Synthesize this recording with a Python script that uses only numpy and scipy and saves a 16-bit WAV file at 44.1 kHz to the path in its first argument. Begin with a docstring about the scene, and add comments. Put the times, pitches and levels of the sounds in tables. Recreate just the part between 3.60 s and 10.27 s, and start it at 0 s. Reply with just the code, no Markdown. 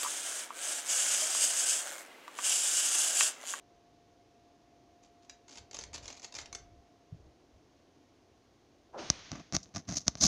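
"""A quiet room, one small camera microphone. A hand rummages in a cardboard box of flat wooden craft
sticks and draws one out: the box rumbles, the sticks clack and slide on one another, with some room on them.
A faint fan whine stops when the camera is nudged. The stick closes over the microphone with a hollow rush
and a swell of hiss, then taps and scrapes on the camera's case, very close and almost dry."""
import sys
import numpy as np
from scipy import signal
from scipy.fft import rfft, irfft, next_fast_len
from scipy.io import wavfile
from scipy.ndimage import map_coordinates

SR = 44100
rng = np.random.default_rng(int(sys.argv[2]) if len(sys.argv) > 2 else 0)


def pcm_store(signal):
    """Save signal as 16-bit PCM."""
    levels = np.round(np.clip(np.atleast_2d(signal), -1, 1) * 32767)
    wavfile.write(sys.argv[1], SR, levels.astype(np.int16).T)


N = 294147

# room tone: f/Hz, level/dB
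ROOM_TONE = [(15, -27), (25, -25), (43, -9), (103, -5), (189, -12), (294, -2.5), (606, -13), (696, -7.5),
             (747, -12), (942, -20), (1110, -16.5), (1220, -24), (6500, -33.5), (8450, -93), (14300, -120)]
# decay of the room: f/Hz, t60/s
ROOM_DECAY = [(200, 0.73), (2000, 0.41), (8000, 0.18)]
# microphone response: f/Hz, level/dB
MIC_RESPONSE = [(6600, 6), (7100, -1), (7900, -7.5), (10000, -10), (12000, -19.5), (15000, -35)]
# the box shifting under the hand: t/s, length/s, level/dB
BOX_SHIFTS = [(1.97, .06, -65.5), (2.14, .34, -62.5), (2.74, .47, -66), (3.5, 0.18, -64.5),
              (3.92, 0.026, -64)]
# cardboard rumble: f/Hz, level/dB
BOX_SPECTRUM = [(20, -8), (65, 7.5), (120, 0), (250, -17.5), (600, -11), (2000, -104)]
# soft bumps on the camera: t/s, level/dB
NUDGES = [(3.53, -41.5), (3.549, -48)]
# rush of the stick closing over the microphone: f/Hz, level/dB
COVER_RUSH = [(60, -14), (250, -8), (600, 1.5), (1450, -9.5), (1900, -25), (4000, -37)]
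# hiss of the covered microphone: f/Hz, level/dB
COVER_HISS = [(60, -12), (300, -5.5), (2000, 1.5), (6400, 0.5), (7200, -6), (8000, -18), (15000, -32)]
# bending and twisting modes of one stick: f/Hz, level/dB, t60/s
STICK_MODES = [(914, -19, 0.071), (1570, -37, 0.03), (2416, -14.5, 0.059), (3320, -8.5, 0.027),
               (4460, -6.5, 0.019), (5520, -54, 0.03), (6290, -3.5, 0.011), (9750, -8, 0.031),
               (10650, 6, 0.012)]
# response of the pile of sticks: f/Hz, level/dB
PILE_SPECTRUM = [(60, -43), (250, 5.5), (600, 8), (1300, 4), (2300, 3.5), (3500, 2.5), (6400, 8.5),
                 (7500, 15.5), (8600, -0.5), (10500, -1.5), (15000, 1)]
# pushes that set the sticks sliding: t/s, length/s, level/dB
PUSHES = [(1.425, 0.037, -64), (1.62, 0.034, -67), (1.689, 0.042, -63), (1.879, 0.09, -53.5),
          (1.972, 0.011, -43), (2.13, 0.1, -47), (2.331, 0.036, -40.5), (2.425, 0.16, -52),
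          (2.627, 0.022, -46), (2.739, 0.085, -44.5), (2.922, 0.029, -63)]
# the loudest knocks of stick on stick: t/s, level/dB, snap f/Hz
CLACKS = [(1.6963, -29, 5900), (1.957, -36, 5270), (1.9805, -34, 4640), (2.1115, -30.5, 5000),
          (2.1456, -24, 6430), (2.1675, -25, 7140), (2.1887, -22.5, 6220), (2.211, -32, 4740),
          (2.2374, -26, 4760), (2.3415, -29, 6200), (2.379, -30, 3720), (2.4566, -29.5, 5360),
          (2.4796, -25.5, 4140), (2.5022, -28.5, 2800), (2.5968, -34.5, 6040), (2.6449, -25.5, 4460),
          (2.7516, -26, 5660), (2.7866, -22.5, 4300), (2.9277, -25, 6220), (2.9494, -20.5, 6100)]
# path through the case to the microphone: f/Hz, level/dB
CASE_SPECTRUM = [(25, -29), (60, 3), (140, 2.5), (270, -0.5), (460, -15.5), (700, -1.5), (930, -14.5),
                 (1200, -10.5), (3200, -15), (4400, -6.5), (6200, 7), (7200, 2), (8100, -5), (9200, -8.5),
                 (15000, -1)]
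# waves returning from the case's edges: t/s, level/dB
CASE_ECHOES = [(.0012, -61), (.0019, -21.5), (.0034, -28.5)]
# hollow resonances of the case: f/Hz, width/Hz, level/dB
CASE_MODES = [(150, 130, -7.5), (330, 39, -10), (606, 140, -14), (1170, 105, -0.5), (1390, 100, -18),
              (4060, 1600, 0)]
# strokes along the case: t/s, length/s, rasp level/dB, shudder level/dB
SCRAPES = [(5.693, 0.11, -58, -46), (5.926, 0.027, -41, -39), (5.945, 0.0076, -33.5, -39.5),
           (6.029, 0.0043, -47, -69), (6.138, 0.044, -40, -38.5), (6.27, 0.08, -40.5, -40.5),
           (6.334, 0.049, -36.5, -52), (6.363, 0.0075, -35, -50), (6.395, 0.0081, -52, -58),
           (6.465, 0.017, -41.5, -42.5), (6.567, 0.034, -51, -56), (6.602, 0.071, -19, -33)]
# the stick striking the case: t/s, level/dB
TAPS = [(5.501, -5), (5.7169, -24.5), (5.9243, -25.5), (5.9655, -11.5), (6.161, -23), (6.4804, -5.5),
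        (6.5534, -28), (6.6237, -21.5), (6.639, -10.5), (6.6524, -18)]


def amp(db):
    """Decibels to gain."""
    return 10 ** (np.asarray(db) / 20)


def unit(x):
    """Scale to rms 1."""
    return x / np.sqrt(np.mean(x ** 2) + 1e-20)


def along(points, hz):
    """Read (f/Hz, value) points on a log frequency axis."""
    f, v = np.transpose(points)
    return np.interp(np.log(hz + 1), np.log(f + 1), v)


def wobble(rate):
    """A smooth random curve, rate knots a second."""
    return map_coordinates(rng.standard_normal(int(N * rate / SR) + 4), [np.arange(N) * rate / SR])


def filtered(x, response):
    """x through a gain given as a function of frequency."""
    size = next_fast_len(len(x) + SR // 4)
    return irfft(rfft(x, size) * response(np.fft.rfftfreq(size, 1 / SR)), size)[:len(x)]


def noise(spectrum):
    """Coloured noise of rms 1."""
    return unit(filtered(rng.standard_normal(N), lambda hz: amp(along(spectrum, hz))))


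def convolve(x, response):
    """x played through an impulse response."""
    return signal.oaconvolve(x, response)[:N]


def impulse_response(spectrum, lag_ms=0, size=4096):
    """Causal response of a body; bending waves near 600 Hz arrive lag_ms late, higher ones sooner."""
    hz = np.fft.rfftfreq(size, 1 / SR)
    cepstrum = irfft(np.log(amp(along(spectrum, hz))))
    cepstrum[1:size // 2] *= 2  # fold to minimum phase
    cepstrum[size // 2 + 1:] = 0
    phase = 4 * np.pi * lag_ms * np.sqrt((hz + 400) / 1000)
    return irfft(np.exp(rfft(cepstrum) - 1j * (phase - phase[0])))


def pressure(strokes, attack_s, release_s, sag_db_per_s=0):
    """Gain from (t/s, length/s, level/dB) strokes: each builds up, holds or sags, and lets go."""
    gain, t = np.zeros(N + SR), np.arange(SR) / SR
    for start, length, db in strokes:
        shape = np.minimum(t / attack_s, 1) * np.exp(-np.maximum(t - length, 0) / release_s)
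        gain[round(start * SR):][:SR] += amp(db - sag_db_per_s * t) * shape
    return gain[:N]


def slips(rate, unevenness, spread_db):
    """Stick-slip friction: about rate pulses a second, at uneven gaps and of uneven size."""
    gaps, sizes = rng.standard_normal((12000, 2)).T
    at = (np.cumsum(np.exp(unevenness * gaps - unevenness ** 2 / 2)) * SR / rate).astype(int)
    return np.bincount(at[at < N], amp(spread_db * np.clip(sizes[at < N], -2, 2)), N)


def background(air_db=-71.5, hiss_db=-77, whine_db=-75, whine_hz=697.6):
    """Room tone, microphone hiss and a thin fan whine that ends at the first nudge."""
    t = np.arange(N) / SR
    running = np.clip((NUDGES[0][0] - t) / 0.093, 0, 1)
    phase = 2 * np.pi * np.cumsum(whine_hz + 2.5 * wobble(25)) / SR
    whine = running * amp(whine_db) * unit(np.sin(phase) * amp(wobble(12)))
    return amp(air_db) * noise(ROOM_TONE) + amp(hiss_db) * rng.standard_normal(N) + whine


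def room(x):
    """The short diffuse tail off nearby walls; the treble dies first."""
    hz, t, spectra = signal.stft(rng.standard_normal(SR // 2), SR, nperseg=256)
    decay = amp(-60 * t / along(ROOM_DECAY, hz)[:, None])
    tail = signal.istft(spectra * decay, SR, nperseg=256)[1]
    return convolve(x, np.pad(tail / np.linalg.norm(tail), (SR // 300, 0)))


def box(level_db=-2):
    """Off microphone, the cardboard box rumbles as the hand pushes in it."""
    return amp(level_db) * pressure(BOX_SHIFTS, attack_s=0.025, release_s=0.024) * noise(BOX_SPECTRUM)


def nudges(thud_hz=125, width_s=0.0054):
    """Handling noise: each soft bump rocks the camera for a cycle or two."""
    t = np.arange(N) / SR
    return sum(-amp(db) * np.exp(-((t - s) / width_s) ** 2) * np.sin(2 * np.pi * thud_hz * (t - s))
               for s, db in NUDGES)


def covering(cover_s=5.329, hiss_s=5.372, open_hz=1052, closed_hz=151.6, closing_s=0.054):
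    """Right at the microphone, the narrowing gap's resonance falls; hiss and a thin tone swell and fade."""
    t = np.arange(N) / SR
    gap_hz = closed_hz + (open_hz - closed_hz) * np.exp(-np.maximum(t - cover_s, 0) / closing_s)
    phase = 2 * np.pi * np.cumsum(gap_hz) / SR
    resonance = unit(wobble(300) * np.cos(phase) + wobble(300) * np.sin(phase))
    rush = resonance + amp(3) * noise(COVER_RUSH)
    rush_gain = pressure([(cover_s, .07, -55)], attack_s=0.019, release_s=0.091)
    hiss_gain = pressure([(hiss_s, .36, -54)], attack_s=0.019, release_s=0.19, sag_db_per_s=24)
    tone_gain = pressure([(hiss_s, .19, -64)], attack_s=0.03, release_s=0.027, sag_db_per_s=15)
    return rush_gain * rush + hiss_gain * noise(COVER_HISS) + tone_gain * np.sin(2 * np.pi * 8520 * t)


def stick(body, snap_hz, snap_db=6, snap_t60=0.0048, ring_db=-5, chatter_t60=0.018):
    """One stick struck, heard through a body: a pitched snap, face chatter and its own detuned modes."""
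    t = np.arange(SR // 16) / SR
    variations = rng.normal(0, [3, .08], (len(STICK_MODES), 2))
    ring = sum(amp(db + extra_db - 60 * t / t60) * np.sin(2 * np.pi * hz * np.exp(detune) * t)
               for (hz, db, t60), (extra_db, detune) in zip(STICK_MODES, variations))
    snap = amp(snap_db - 60 * t / snap_t60) * np.sin(2 * np.pi * snap_hz * t)
    chatter = amp(-60 * t / chatter_t60) * rng.standard_normal(len(t))
    closing = 1 - np.exp(-t / 0.00051)  # the flat faces close over a moment
    knock = signal.fftconvolve(closing * (snap + chatter + amp(ring_db) * ring), body)
    return knock / np.linalg.norm(knock)


def slides(pile, level_db=-6, low_hz=3600, high_hz=7300, count=20):
    """Many sticks catch and slip on one another, each with its own ring; the pile gives, then settles."""
    rubbing = sum(convolve(slips(rate=22, unevenness=.7, spread_db=2), stick(pile, hz))
                  for hz in np.linspace(low_hz, high_hz, count))
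    push = pressure(PUSHES, attack_s=0.003, release_s=0.0058, sag_db_per_s=32)
    return amp(level_db) * push * unit(rubbing - rubbing.mean())


def clacks(pile, level_db=3, rebound_s=.0032, rebound_db=-7, stir_start_s=2.13, stir_length_s=0.73):
    """Each clack is a different stick, which rebounds once; loose ones tick as the pile is stirred."""
    out = np.zeros(N)
    ticks = [(stir_start_s + stir_length_s * when, -39.5 + 17 * (size - .5), snap_hz)
             for (when, size), (_, _, snap_hz) in zip(rng.random((len(CLACKS), 2)), CLACKS)]
    for s, db, snap_hz in [*CLACKS, *ticks]:
        knock = amp(db + level_db) * stick(pile, snap_hz)
        out[round(s * SR):][:len(knock)] += knock
        again_s = s + rebound_s * (.5 + rng.random())
        out[round(again_s * SR):][:len(knock)] += amp(rebound_db) * knock
    return out


def case_response():
    """The case carries a blow to the microphone as a dispersed wave, with edge echoes and a hollow ring."""
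    paths = np.zeros(SR // 100)
    paths[0] = 1
    for s, db in CASE_ECHOES:
        paths[round(s * SR)] += amp(db)
    waves = np.convolve(paths, impulse_response(CASE_SPECTRUM, lag_ms=1.3))
    return filtered(waves, lambda f: 1 + sum(amp(db) * 1j * f * width / (hz ** 2 - f ** 2 + 1j * f * width)
                                             for hz, width, db in CASE_MODES))


def drag(start, length, db, bite_share=0.46, graze_db=-15):
    """Pressure of one stroke on the case: it bites gradually, lets go quickly and grazes on."""
    bite_s = bite_share * length
    stroke = pressure([(start, length, db)], bite_s, release_s=0.0073)
    graze = pressure([(start, length, db + graze_db)], bite_s, release_s=.035)
    return stroke + graze


def scrapes(case, level_db=-7, split_hz=2900, flex_hz=240, flex_width_hz=120, flex_db=5, grit_s=0.0028):
    """The stick's edge catches and slips on the case: a bright rasp, and a shudder where it bears down."""
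    t = np.arange(SR // 16) / SR
    pulses = slips(rate=400, unevenness=.55, spread_db=3)
    grit = convolve(pulses, np.exp(-t / grit_s)) * rng.standard_normal(N)  # wood grain hisses at each slip
    friction = convolve(unit(pulses - pulses.mean()) + unit(grit), case)
    low = filtered(friction, lambda hz: 1 / (1 + (hz / split_hz) ** 8))
    panel_flex = amp(flex_db) * filtered(low, lambda hz: np.exp(-((hz - flex_hz) / flex_width_hz) ** 2))
    rasp = unit(friction - low) * sum(drag(s, length, db) for s, length, db, _ in SCRAPES)
    shudder = unit(low + panel_flex) * sum(drag(s, length, db) for s, length, _, db in SCRAPES)
    judder_db = 2 * wobble(110)  # the hand's pressure is unsteady
    return amp(level_db + judder_db) * (rasp + shudder)


def taps(case, level_db=-4, contact_hz=13000, softening=0.46, wood_db=-13):
    """Blows on the case: a sharp tick, a low knock and the stick's brief ring; light ones are duller."""
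    out = np.zeros(N + len(case))
    for s, db in TAPS:
        blow = case / np.linalg.norm(case) + amp(wood_db) * stick(case, snap_hz=6000)[:len(case)]
        cutoff_hz = contact_hz * amp(softening * db)
        tap = filtered(blow, lambda hz: 1 / (1 + (hz / cutoff_hz) ** 2))
        out[round(s * SR):][:len(case)] += amp(db + level_db) * tap / np.abs(tap).max()
    return out[:N]


def scene(pile_room_db=-8, case_room_db=-27):
    """The sticks in the box are heard across the room; contacts on the case arrive almost dry."""
    pile, case = impulse_response(PILE_SPECTRUM), case_response()
    rummaging = clacks(pile) + slides(pile)
    contact = taps(case) + scrapes(case)
    reverb = room(amp(pile_room_db) * rummaging + amp(case_room_db) * contact)
    return (rummaging + contact + reverb + box() + nudges() + covering() + background())[None]


def record(dry, preamp_db=-91, top_hz=15600):
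    """The small mono microphone falls away steeply above 7 kHz; its preamp adds a trace of hiss."""
    picked_up = filtered(dry[0], lambda hz: amp(along(MIC_RESPONSE, hz)))
    hiss = amp(preamp_db) * rng.standard_normal(N)
    return filtered(picked_up + hiss, lambda hz: hz < top_hz)[None]


dry = scene()
out = record(dry)
pcm_store(out)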